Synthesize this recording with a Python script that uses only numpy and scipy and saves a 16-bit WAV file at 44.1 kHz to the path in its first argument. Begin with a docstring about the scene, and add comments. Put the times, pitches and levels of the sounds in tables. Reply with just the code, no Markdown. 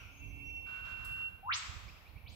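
"""Open bushland; light wind rumbles on the microphone throughout. First a small bird pips, others slur and
a far one rasps. From 0.2 s a whipbird holds a thin, swelling whistle; a low hum passes under it and
something rustles close by at 1 s. At 1.5 s the bird cracks its whip: one fast upward sweep that scatters
in the trees. Two soft handling bumps follow, the pips return louder, and a fainter sweep answers."""
import sys
import numpy as np
from scipy import signal
from scipy.fft import rfft, irfft, next_fast_len
from scipy.io import wavfile
from scipy.ndimage import uniform_filter1d, map_coordinates

SR = 44100
rng = np.random.default_rng(int(sys.argv[2]) if len(sys.argv) > 2 else 0)


def master_out(mix):
    """Clip the mix to full scale and print it as 16-bit PCM to the path in sys.argv[1]."""
    frames = np.transpose(np.atleast_2d(mix))
    ceiling = np.clip(frames, -1, 1)
    pcm = np.round(ceiling * 32767).astype(np.int16)
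    wavfile.write(sys.argv[1], SR, pcm)


N = 103635


def amp(db):
    """Decibels to gain."""
    return 10 ** (np.asarray(db) / 20)


def clock():
    """Sample times in seconds."""
    return np.arange(N) / SR


def along(points, hz):
    """Interpolate (Hz, value) points on a log frequency axis."""
    knots_hz, values = np.transpose(points)
    return np.interp(np.log(hz + 1), np.log(knots_hz + 1), values)


def curves(rows):
    """One per-sample curve for each column after the time."""
    times_s, *columns = np.transpose(rows)
    return [np.interp(clock(), times_s, column) for column in columns]


def wobble(knots_per_s):
    """Smooth random curve."""
    return map_coordinates(rng.standard_normal(int(N * knots_per_s / SR) + 4), [clock() * knots_per_s])


def filtered(x, response):
    """Apply a frequency response by FFT."""
    size = next_fast_len(N + SR // 2)
    return irfft(rfft(x, size) * response(np.fft.rfftfreq(size, 1 / SR)), size)[..., :N]


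def noise(colour, correlation=0):
    """Stereo noise, rms 1, shaped by (Hz, dB) points."""
    mid, side = filtered(rng.standard_normal((2, N)), lambda hz: amp(along(colour, hz)))
    width_rad = np.arccos(correlation) / 2
    pair = np.cos(width_rad) * mid + np.sin(width_rad) * np.array([side, -side])
    return pair / np.sqrt(np.mean(pair ** 2) + 1e-20)


def tone(hz, phase_rad=0):
    """Sine on a pitch curve, rms 1."""
    return np.sqrt(2) * np.sin(2 * np.pi * np.cumsum(hz) / SR + phase_rad)


def gate(start_s, length_s, edge_s):
    """Soft-edged note envelope."""
    t = clock() - start_s
    return np.sin(np.pi / 2 * np.clip(np.minimum(t, length_s - t) / edge_s, 0, 1)) ** 2


def pan(db):
    """Stereo gains for a left-minus-right level."""
    return amp(np.array([db, -db]).reshape(2, -1) / 2)


def whipbird_whistle():
    """A pure note creeps up in pitch as it swells; its echo lingers."""
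    # Each row: time in seconds, pitch in Hz.
    pitch = [(.2, 2679), (.41, 2707), (.6, 2718), (.75, 2733), (1.05, 2726), (1.29, 2741)]
    # Note and echo. Each row: time in seconds, level in dB, left minus right in dB.
    envelope = [(.19, -61, 1), (.225, -51, -3), (.29, -58, -4.5), (.42, -53, -12), (.56, -45.5, -5.5),
                (.62, -52, -10), (.77, -47, -10), (.93, -46.5, -11.5), (1.06, -46.5, -5.5), (1.13, -44, -5),
                (1.286, -42, -6), (1.313, -52.5, -3), (1.42, -64.5, -6), (1.5, -59.5, -6), (1.7, -70, -9)]
    hz, = curves(pitch)
    db, side_db = curves(envelope)
    waver_hz, waver_db, left_lag_rad = 3, 2.05, 1.89
    hz = hz + waver_hz * wobble(40.47)
    start_s, end_s = envelope[0][0], envelope[-1][0]
    level = amp(db + waver_db * wobble(29.86)) * gate(start_s, end_s - start_s, edge_s=0.0078)
    direct = level * np.array([tone(hz, -left_lag_rad), tone(hz)]) * pan(side_db)
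    return direct + amp(-22) * foliage_reverb(direct)


def whipbird_crack():
    """One sine sweeps up over three octaves; tree echoes and foliage smear it into a crack."""
    # Each row: time in seconds, pitch in Hz.
    pitch = [(1.43, 750), (1.456, 830), (1.476, 1010), (1.491, 1200), (1.501, 1460), (1.511, 1960),
             (1.521, 2720), (1.531, 3950), (1.541, 5500), (1.551, 6750), (1.561, 7500), (1.575, 8150)]
    # Each row: time in seconds, level in dB.
    envelope = [(1.43, -57.5), (1.455, -54), (1.477, -42.5), (1.495, -35.5), (1.506, -41), (1.512, -34.5),
                (1.522, -36), (1.532, -38), (1.542, -42), (1.552, -46.5), (1.562, -48), (1.577, -56.5)]
    hz, = curves(pitch)
    db, = curves(envelope)
    start_s, end_s = pitch[0][0], pitch[-1][0]
    sweep = tone(uniform_filter1d(hz, size=200)) * amp(uniform_filter1d(db, size=500))
    sweep *= gate(start_s - 0.003, end_s - start_s + 0.0085, edge_s=0.0067)
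    left_lag_s = 0.00021
    delays_s = np.array([[0.5], [-0.5]]) * left_lag_s
    direct = filtered(sweep, lambda f: np.exp(-2j * np.pi * f * delays_s)) * pan(-1.5)
    return direct + tree_echoes(sweep) + amp(1) * foliage_reverb(sweep)


def tree_echoes(x):
    """Early scattered reflections off the ground and nearest trees."""
    # Each row: delay in seconds, spread in seconds, gain in dB.
    reflections = [(.0015, 0.0005, -6), (0.012, 0.0039, -0.5), (0.021, .005, -10)]
    t = clock()[:SR // 20]
    impulse = np.zeros((2, len(t)))
    for delay_s, spread_s, db in reflections:
        burst = rng.standard_normal(impulse.shape) * np.exp(-((t - delay_s) / spread_s) ** 2)
        impulse += amp(db) * burst / np.linalg.norm(burst, axis=1, keepdims=True)
    return signal.fftconvolve(x[None], impulse, axes=1)[:, :N]


def foliage_reverb(x):
    """Foliage scatter: a quick near part and a long far tail, uncorrelated left and right."""
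    # Each row: frequency in Hz, T60 in seconds.
    far_decay = [(800, 1.58), (2500, 2), (5000, 1.46), (8000, 1.1)]
    near_t60_s, near_db, predelay_s = 0.81, 10, 0.003
    hz, t, spectra = signal.stft(rng.standard_normal((2, SR + SR // 4)), SR, nperseg=256)
    far = amp(-60 * t / along(far_decay, hz)[:, None])
    near = amp(near_db - 60 * t / near_t60_s)
    _, tail = signal.istft(spectra * np.hypot(far, near), SR, nperseg=256)
    impulse = np.pad(tail / np.linalg.norm(tail[0]), ((0, 0), (int(predelay_s * SR), 0)))
    return signal.fftconvolve(np.atleast_2d(x), impulse, axes=1)[:, :N]


def rasping_bird():
    """Harsh distant notes: a shaky tone over a noise band."""
    # Each row: start in seconds, length in seconds, pitch in Hz, rasp level in dB.
    notes = [(-.15, 0.21, 1400, -62), (0.651, 0.17, 1500, -57.5), (0.826, 0.12, 1520, -53.5),
             (0.956, 0.097, 1510, -58), (1.022, 0.12, 1535, -57), (1.145, 0.1, 1532, -58)]
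    # Each row: frequency in Hz, relative density in dB.
    colour = [(700, -38), (950, -9), (1080, -4), (1300, -1.5), (1530, 2), (1700, -11.5), (2000, -13.5),
              (2500, -10.5), (3200, -13.5), (4000, -19.5), (5200, -24.5), (7500, -29), (10000, -43)]
    rasp = noise(colour, correlation=0.1)
    jitter_hz = 9 * wobble(120.1)
    direct = np.zeros((2, N))
    for start_s, length_s, hz, db in notes:
        level = amp(db) * gate(start_s, length_s, edge_s=0.026)
        direct += level * (rasp + amp(-5.5) * tone(hz + jitter_hz))
    return direct + foliage_reverb(direct)


def pipping_bird():
    """Upturned pips, about ten a second: one run far off, a later one closer."""
    # Each row: start in seconds, level in dB, pitch rise in Hz, reverb send in dB.
    pips = [(0.031, -70.5, 297, 11), (.125, -67, 297, 6.5), (.215, -69.5, 256, 4), (0.304, -66, 200, 7.5),
            (.395, -64.5, 200, 1), (0.479, -64, 207, 3), (0.571, -66, 197, -4), (0.653, -66.5, 207, 9),
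            (.755, -63.5, 202, 3), (1.877, -59, 620, -4), (1.95, -64.5, 496, -19), (2.053, -63, 565, -17),
            (2.157, -61.5, 550, 2), (2.259, -60.5, 510, 0)]
    length_s, base_hz, shake_hz = 0.0306, 2258, 50.1
    hz = base_hz + shake_hz * wobble(300)
    direct, send = np.zeros((2, N))
    for start_s, db, rise_hz, send_db in pips:
        progress = np.clip((clock() - start_s) / length_s, 0, 1)
        pip = amp(db) * gate(start_s, length_s, edge_s=0.005) * tone(hz + rise_hz * progress ** 2)
        direct += pip
        send += amp(send_db) * pip
    return direct * pan(-4.6) + foliage_reverb(send)


def scrub_chatter():
    """Chatter deep in the scrub, blurred to a noise band."""
    # Each row: time in seconds, level in dB.
    envelope = [(0, -55), (.15, -61.5), (.4, -65.5), (.7, -66.5), (1.0, -62.5), (1.25, -78)]
    # Each row: frequency in Hz, relative density in dB.
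    colour = [(1750, -44), (2100, -10.5), (2350, -3.5), (2650, 0), (2900, -7.5), (3200, -13), (3900, -27),
              (5500, -23), (8000, -37)]
    db, = curves(envelope)
    return amp(db) * noise(colour)


def small_birds():
    """Thin whistles, later rising slurs: sines on linear glides."""
    # Each row: start in seconds, length in seconds, first and last pitch in Hz, level in dB.
    slurs = [(-.02, .07, 5900, 5760, -70.5), (0.098, 0.15, 6435, 6430, -73),
             (0.247, 0.09, 6140, 6010, -77.5), (0.432, 0.1, 5830, 5785, -72),
             (0.456, .06, 6370, 6130, -77.5), (0.531, 0.08, 5900, 5750, -79),
             (1.879, .018, 4390, 5880, -64), (2.067, 0.038, 3500, 4730, -73.5)]
    shake = 1 + 0.00405 * wobble(150)
    direct = np.zeros(N)
    for start_s, length_s, from_hz, to_hz, db in slurs:
        hz = np.interp(clock(), [start_s, start_s + length_s], [from_hz, to_hz])
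        direct += amp(db) * gate(start_s, length_s, edge_s=length_s / 3) * tone(shake * hz)
    return direct * pan(2.4) + amp(2.5) * foliage_reverb(direct)


def answering_bird():
    """A weaker, shakier upward sweep from farther away."""
    # Each row: time in seconds, pitch in Hz, level in dB.
    sweep = [(2.261, 2400, -63), (2.273, 3270, -60), (2.285, 4600, -61), (2.292, 5360, -71),
             (2.303, 6800, -70.5), (2.312, 7700, -85), (2.326, 8100, -74), (2.35, 8350, -74)]
    hz, db = curves(sweep)
    shake = 1 + 0.0075 * wobble(500)
    direct = tone(hz * shake) * amp(db) * gate(sweep[0][0], length_s=0.1, edge_s=0.0018)
    return direct + amp(5.5) * foliage_reverb(direct)


def rustle():
    """Dry rustles close by: bright, fast-decaying noise bursts."""
    # Each row: start in seconds, level in dB.
    bursts = [(1.044, -52.5), (1.112, -63.5)]
    # Each row: frequency in Hz, relative density in dB.
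    colour = [(2000, -19), (4500, -0.5), (6500, -6.5), (8800, 0.5), (11000, -2.5), (14000, -1.5),
              (16000, -1.5)]
    rise_s, t60_s = 0.0062, 0.13
    level = np.zeros(N)
    for start_s, db in bursts:
        t = np.maximum(clock() - start_s - rise_s, 0)
        level += amp(db - 60 * t / t60_s) * gate(start_s, length_s=1, edge_s=rise_s)
    direct = level * noise(colour, correlation=0.3)
    return direct + amp(-2) * foliage_reverb(direct)


def handling_bumps():
    """A hand shifts on the microphone's housing: dull pushes of a few cycles, on the right."""
    # Each row: start in seconds, relative level in dB.
    bumps = [(0.244, -53), (1.689, -36.5), (1.761, -38.5)]
    hz, t60_s = 81.6, 0.075
    thuds = np.zeros(N)
    for start_s, db in bumps:
        t = np.maximum(clock() - start_s, 0)
        level = amp(db - 60 * t / t60_s) * gate(start_s, length_s=1, edge_s=0.013)
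        thuds += level * np.sin(2 * np.pi * hz * t)
    return thuds * pan(-23)


def wind():
    """Gusts rumble on the microphone, mostly at the right port."""
    # Each row: time in seconds, relative level in dB.
    gusts = [(0.0, -55.5), (0.18, -59), (0.24, -49), (0.71, -57), (1.14, -52), (1.18, -56.5), (1.23, -52),
             (1.27, -64.5), (1.31, -57.5), (1.67, -60.5), (1.69, -51), (1.82, -58.5), (1.86, -51),
             (2.02, -65.5), (2.17, -51), (2.2, -59.5), (2.31, -51), (2.35, -56.5)]
    # Each row: frequency in Hz, relative density in dB.
    colour = [(15, -41), (25, -20), (45, 2), (60, 1.5), (100, -2), (140, -11.5), (200, -18), (310, -23),
              (450, -33.5), (700, -87.5)]
    db, = curves(gusts)
    left_db, right_db = -9, 5
    return amp(db) * noise(colour, correlation=0.57) * amp([[left_db], [right_db]])


def passing_hum():
    """A low wavering tone swells and fades inside a soft rush."""
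    # Each row: time in seconds, tone level in dB.
    envelope = [(0, -86), (.25, -66.5), (.42, -63), (.6, -72.5), (.9, -87)]
    db, = curves(envelope)
    pitch_hz, waver_hz = 285, 3
    hum = tone(pitch_hz + waver_hz * wobble(27))
    rush = noise([(150, -16), (250, 2.5), (340, -1.5), (480, -4), (620, -33)], correlation=0.8)
    return amp(db) * (hum + amp(-4.5) * rush)


def air_in_trees():
    """Far murmur of air in the trees, left of centre."""
    # Each row: frequency in Hz, relative density in dB.
    colour = [(100, 8), (250, -1.5), (400, -0.5), (650, 4), (1100, 0.5), (1700, -26), (2400, 0),
              (3500, -39), (6000, -25.5), (7000, -35.5), (9000, -34)]
    db = -66.5 + 1.8 * wobble(5.82)
    return amp(db) * noise(colour, correlation=0.68) * pan(5)


def microphone_hiss():
    """Steady noise floor."""
    # Each row: frequency in Hz, relative density in dB.
    colour = [(3000, 1.5), (7500, -24.5), (9500, -9.5), (12000, 1), (16000, -2)]
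    return amp(-70) * noise(colour)


def scene():
    """Whipbird over other birds, close noises and background."""
    whipbird = whipbird_whistle() + whipbird_crack()
    birds = rasping_bird() + pipping_bird() + scrub_chatter() + small_birds() + answering_bird()
    close = rustle() + handling_bumps()
    background = wind() + passing_hum() + air_in_trees() + microphone_hiss()
    return whipbird + birds + close + background


def record(dry):
    """Brick-wall low-pass."""
    cutoff_hz = 15750
    return filtered(dry, lambda hz: hz < cutoff_hz)


dry = scene()
out = record(dry)
master_out(out)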